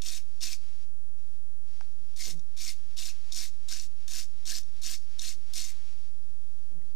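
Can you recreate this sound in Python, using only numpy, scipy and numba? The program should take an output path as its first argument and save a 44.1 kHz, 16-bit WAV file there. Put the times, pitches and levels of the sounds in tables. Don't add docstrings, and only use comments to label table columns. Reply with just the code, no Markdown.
import sys
import numpy as np
from scipy import signal
from scipy.fft import rfft, irfft, next_fast_len
from scipy.io import wavfile
from scipy.ndimage import uniform_filter1d
from numba import njit

SR = 44100
rng = np.random.default_rng(int(sys.argv[2]) if len(sys.argv) > 2 else 0)


def store_pcm(level_fs):
    pcm = np.round(np.clip(level_fs, -1, 1) * 32767).astype(np.int16)
    wavfile.write(sys.argv[1], SR, np.atleast_2d(pcm).T)


N = 306495

# landing in seconds, swell time in seconds, contact time in seconds,
# full level in dB, sag over the contact in dB, brush back pitch at landing in Hz, the same at lift in Hz,
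# brush back level in dB against the scratch, wire bend pitch in Hz, bend level in dB against the scratch,
# sleeve level in dB.
STROKES = [(0.017, 0.038, 0.16, -35.5, 9, 2780, 2430, -14, 3570, -15, -65.5),
           (0.403, 0.017, 0.13, -39, 2.5, 2870, 2450, -7.5, 4340, -6.5, -65),
           (2.16, 0.031, .15, -38.5, 4, 2130, 2160, -12.5, 4300, -18, -68),
           (2.566, 0.035, 0.14, -39.5, 2, 2550, 2200, -9.5, 4240, -11, -69.5),
           (2.964, 0.021, .13, -38.5, 4, 2970, 2600, -9, 4020, -10.5, -63),
           (3.318, 0.033, 0.14, -38, 3.5, 2740, 2100, -13, 4020, -8.5, -61.5),
           (3.683, 0.021, 0.16, -36.5, 15, 1420, 1950, -17.5, 4320, -9.5, -63.5),
           (4.078, 0.034, 0.14, -37.5, 4, 1700, 1650, -19, 4350, -8.5, -65),
           (4.453, 0.015, 0.13, -38, 3, 1600, 1800, -15.5, 4400, -9.5, -65.5),
           (4.814, 0.025, 0.13, -37.5, 3, 1670, 1820, -20, 4370, -10, -65.5),
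           (5.186, 0.033, 0.13, -35.5, 7.5, 1700, 2060, -17, 4150, -11, -63),
           (5.534, .025, 0.17, -34.5, 13, 2500, 2040, -19, 4350, -12, -62)]
# pitch in Hz, width in Hz, relative level in dB.
FITTING = [(3740, 330, 4.5), (4173, 300, 0), (5670, 470, 5.5), (6790, 580, 0), (8420, 720, -4.5)]
LIFT_S = 0.12
SETTLE_S = 0.017


def from_db(db):
    return 10 ** (np.asarray(db) / 20)


def rms_one(x):
    return x / np.sqrt(np.mean(x ** 2) + 1e-20)


def at_hz(points, hz):
    points_hz, points_db = np.array(points).T
    return np.interp(np.log(hz), np.log(points_hz), points_db)


def drift(rate):
    r = np.exp(-2 * np.pi * rate / SR)
    warm_up = 9000
    noise = rng.standard_normal(N + warm_up)
    return rms_one(signal.lfilter([1], [1, -2 * r, r * r], noise)[warm_up:])


def resonate(x, hz, width_hz):
    r = np.exp(-np.pi * width_hz / SR)
    feed = np.array([1, 0, -1]) * (1 - r * r) / 2
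    feedback = [1, -2 * r * np.cos(2 * np.pi * hz / SR), r * r]
    return signal.lfilter(feed, feedback, x + 1e-18)


@njit
def gliding(x, hz, r, sr):
    y = np.zeros(len(x))
    for i in range(2, len(x)):
        bounce = 2 * r * np.cos(2 * np.pi * hz[i] / sr) * y[i - 1]
        y[i] = x[i] - x[i - 2] + bounce - r * r * y[i - 2]
    return y


def glide(x, hz, width_hz):
    r = np.exp(-np.pi * width_hz / SR)
    uneven = x * from_db(5.6 * drift(38))
    return rms_one(gliding(gliding(uneven, hz, r, SR), hz, r, SR))


def coloured(x, spectrum):
    size = next_fast_len(N)
    hz = np.maximum(np.arange(size // 2 + 1) * SR / size, 1)
    shaped = rfft(x, size) * from_db(at_hz(spectrum, hz))
    return rms_one(irfft(shaped, size)[..., :N])


def panned(x, pan_db):
    sides = from_db([[pan_db / 2], [-pan_db / 2]])
    return x * sides / sides.mean()


def ticks(per_s, spread_db):
    sizes = from_db(spread_db * np.minimum(rng.exponential(1, N), 5))
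    signs = rng.choice([-1, 1], N)
    return sizes * signs * (rng.random(N) < per_s / SR)


def plateau(start, length, db, rise, fall):
    t = np.arange(N) / SR
    return db - rise * np.maximum(start - t, 0) - fall * np.maximum(t - start - length, 0)


def strokes_at(t):
    rows = np.array(STROKES)
    latest = np.maximum(np.searchsorted(rows[:, 0], t) - 1, 0)
    start, *columns = rows[latest].T
    return t - start, columns


def touching():
    since, (_, contact, *_) = strokes_at(np.arange(N) / SR)
    return uniform_filter1d(1. * (since >= 0) * (since < contact + LIFT_S), size=100)


def shop(x):
    t60_s = 0.073
    t = np.arange(round(.25 * SR)) / SR
    tails = rng.standard_normal((2, len(t))) * from_db(-60 * t / t60_s) * (t > .002)
    tails = tails / np.sqrt(np.sum(tails ** 2, axis=1, keepdims=True))
    return signal.fftconvolve(x[None], tails, axes=1)[:, :N]


def bench():
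    # start in seconds, rattle level in dB, time for the rattle to fade by 60 dB
    # in seconds, wait for the ring in seconds, ring length in seconds, ring level in dB.
    shudders = [(2.271, -50, 0.39, 0.057, 0.059, -53), (6.713, -62, 1.35, 0.046, 0.027, -58)]
    ring_hz, waver = 165, .03
    rattle_db = np.max([plateau(s, 0, db, 3000, 60 / t60) for s, db, t60, *_ in shudders], axis=0)
    ring_db = np.max([plateau(s + wait, length, db, 500, 700)
                      for s, _, _, wait, length, db in shudders], axis=0)
    phase = 2 * np.pi * np.cumsum(ring_hz * (1 + waver * drift(40))) / SR
    ring = np.sqrt(2) * np.sin(phase - np.array([[0], [.8]]))
    dull = signal.butter(2, [70, 420], "band", fs=SR, output="sos")
    rattle = rms_one(signal.sosfilt(dull, rng.standard_normal((2, N))))
    return from_db(ring_db) * ring + from_db(rattle_db) * rattle


def sleeve():
    # start in seconds, length in seconds, level in dB.
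    arm_shifts = [(0.627, 0.2, -64.5), (1.2, 0.15, -72.5), (1.684, 0.16, -66.5), (1.812, 0.11, -70.5),
                  (3.12, .14, -62.5), (5.708, .22, -61.5), (5.94, 0.14, -66.5), (6.126, 0.59, -74.5),
                  (6.86, 0.045, -74)]
    # frequency in Hz, relative level in dB per Hz.
    cloth = [(180, -17), (300, -28), (445, -3.5), (505, -10), (798, -3.5), (1360, -4.5), (3300, -1.5),
             (5460, 1), (13000, -21.5)]
    swing_s, swing_db_per_s = 0.034, 40
    edge_db_per_s, rest_db = 220, -86.5
    swings = [plateau(row[0] - swing_s, swing_s + row[2], row[-1], swing_db_per_s, edge_db_per_s)
              for row in STROKES]
    shifts = [plateau(s, length, db, edge_db_per_s, edge_db_per_s) for s, length, db in arm_shifts]
    level_db = np.maximum(np.max(swings + shifts, axis=0), rest_db)
    grains = coloured(ticks(12000, 2.9) * from_db(drift(7.2)), cloth)
    fold = from_db(-9.5) * resonate(grains, 2330, 255)
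    return panned(from_db(level_db) * (grains + fold), 5.5)


def blow(s, db, modes, contact_s):
    t = np.arange(1200) / SR
    burst = rng.standard_normal(len(t)) * t * np.exp(-2 * t / contact_s)
    rung = 0
    for hz, width, mode_db in modes:
        ring = resonate(resonate(burst, hz, width), hz, 2 * width)
        rung = rung + from_db(mode_db) * ring / np.abs(ring).max()
    return round(s * SR), from_db(db) * rung / np.abs(rung).max()


def knocks():
    # time in seconds, peak level in dB before panning.
    snaps = [(0.0187, -29), (0.0842, -25.5), (0.1017, -29), (0.407, -37), (0.4226, -44), (0.4686, -28.5),
             (2.162, -40), (2.393, -46), (2.591, -38), (2.616, -29), (2.6483, -29), (2.9897, -31),
             (3.3218, -26), (3.345, -30), (3.687, -35.5), (3.704, -35), (3.7337, -26.5), (3.796, -30),
             (3.8342, -39), (4.0787, -43), (4.107, -37), (4.1345, -28.5), (4.151, -31), (4.1659, -30),
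             (4.189, -32), (4.457, -44), (4.4743, -28), (4.502, -24.5), (4.631, -44.5), (4.8323, -34),
             (4.8626, -27), (5.1927, -25.5), (5.217, -27), (5.5367, -34), (5.5636, -28), (5.5918, -27),
             (5.7043, -40.5)]
    # pitch in Hz, width in Hz, relative level in dB.
    tap_modes = [(850, 200, -3.5), (1640, 350, -0.5), (5300, 2200, -3)]
    since, _ = strokes_at(np.array(snaps)[:, 0] + .003)
    low_db = -12 + 17 * np.exp(-np.abs(since) / SETTLE_S)
    blows = []
    for (s, db), low in zip(snaps, low_db):
        modes = [(hz, width, mode_db + low * (hz < 4800)) for hz, width, mode_db in FITTING]
        blows.append(blow(s, db, modes, 0.0017))
    blows.append(blow(1.809, -39, tap_modes, 0.00057))
    blows.append(blow(6.817, -63, [(1990, 150, 0)], 0.00091))
    out = np.zeros(N)
    for at, sound in blows:
        out[at:at + len(sound)] += sound
    return out


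def scratch():
    # frequency in Hz, relative level in dB per Hz.
    wires = [(150, -58), (250, -29.5), (441, -18.5), (975, -28), (2430, -10), (2650, -5), (3090, -14.5),
             (4440, -5), (5550, 2.5), (14300, -19.5), (15400, -22)]
    since, columns = strokes_at(np.arange(N) / SR)
    swell, contact, full_db, sag_db, back_from, back_to, back_db, bend_hz, bend_db, _ = columns
    along = np.clip(since / contact, 0, 1)
    lifted = np.clip(since - contact, 0, LIFT_S)

    landing_db = -14.5 * np.exp(-(since / swell) ** 2)
    lift_db = np.maximum(-459 * lifted, -14 - 178 * lifted)
    level_db = full_db + landing_db - sag_db * along + lift_db
    back_hz = back_from + (back_to - back_from) * along
    back_db = back_db - 6.5 * along
    bend_hz = bend_hz + 250 * (2 * along - 1)

    early = np.exp(-np.abs(since) / SETTLE_S)
    bunching_db = (1.06 + 3.5 * early) * (drift(66) + drift(150))
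    release = ticks(15000, 0.5) * from_db(bunching_db)

    pitches = np.geomspace(300, 15000, 24)
    dealt = rng.integers(0, len(pitches), N)
    tips = 0
    for k, hz in enumerate(pitches):
        patch_db = 2.5 * drift(14)
        thin_db = -6.5 * early * (hz < 3300)
        gain = from_db(at_hz(wires, hz) + patch_db + thin_db)
        tips = tips + gain * resonate(release * (dealt == k), hz, hz / 7.55)
    tips = rms_one(tips)

    brass = sum(from_db(db) * resonate(resonate(release, hz, width), hz, 2 * width)
                for hz, width, db in FITTING)
    body = rms_one(tips + from_db(-10 + 4.8 * early) * rms_one(brass))
    back = from_db(back_db - 9.9 * early) * glide(release, back_hz, 360)
    bend = from_db(bend_db) * glide(release, bend_hz, 880)
    sizzle = signal.sosfilt(signal.butter(3, 8000, "high", fs=SR, output="sos"), tips)
    sizzle_db = -13.5 + 1.9 * (level_db + 26) - 7.1 * early
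    moving = back + bend + from_db(sizzle_db) * rms_one(sizzle)
    return touching() * from_db(level_db) * (body + moving)


def scene():
    brush = scratch() + knocks()
    reflections = from_db(-9.5) * shop(brush)
    return panned(brush, 5) + reflections + sleeve() + bench()


def record(dry):
    # frequency in Hz, relative level in dB per Hz.
    hiss = [(400, -45), (600, -24), (760, -5), (2000, -7), (6000, -7), (10000, -8), (13000, -11.5),
            (15400, -31)]
    offset = [
        [.0036],
        [.0723],
    ]
    # level in dB, left then right.
    wander_db = [
        [-72],
        [-57.5],
    ]
    # level in dB, left then right.
    flutter_db = [
        [-76.5],
        [-77.5],
    ]
    left, right = dry + from_db(-69.5) * coloured(rng.standard_normal((2, N)), hiss)

    side_top = signal.butter(3, 13200, "high", fs=SR, output="sos")
    narrowing = signal.sosfiltfilt(side_top, (left - right) / 2)
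    heard = np.array([left - narrowing, right + narrowing])

    jolt_db = 3 * touching()
    fits = from_db([6.4 * drift(9.5), 5.4 * drift(12.3)] + jolt_db)
    wander = from_db(wander_db) * rms_one(fits * [drift(56), drift(50.5)])
    quick = signal.butter(3, [110, 380], "band", fs=SR, output="sos")
    flutter = rms_one(fits ** 0.97 * signal.sosfilt(quick, rng.standard_normal((2, N))))
    unsteady = heard + wander + from_db(flutter_db) * flutter

    top_cut = signal.ellip(10, .5, 75, 15300, fs=SR, output="sos")
    return signal.sosfilt(top_cut, unsteady) + offset


dry = scene()
out = record(dry)
store_pcm(out)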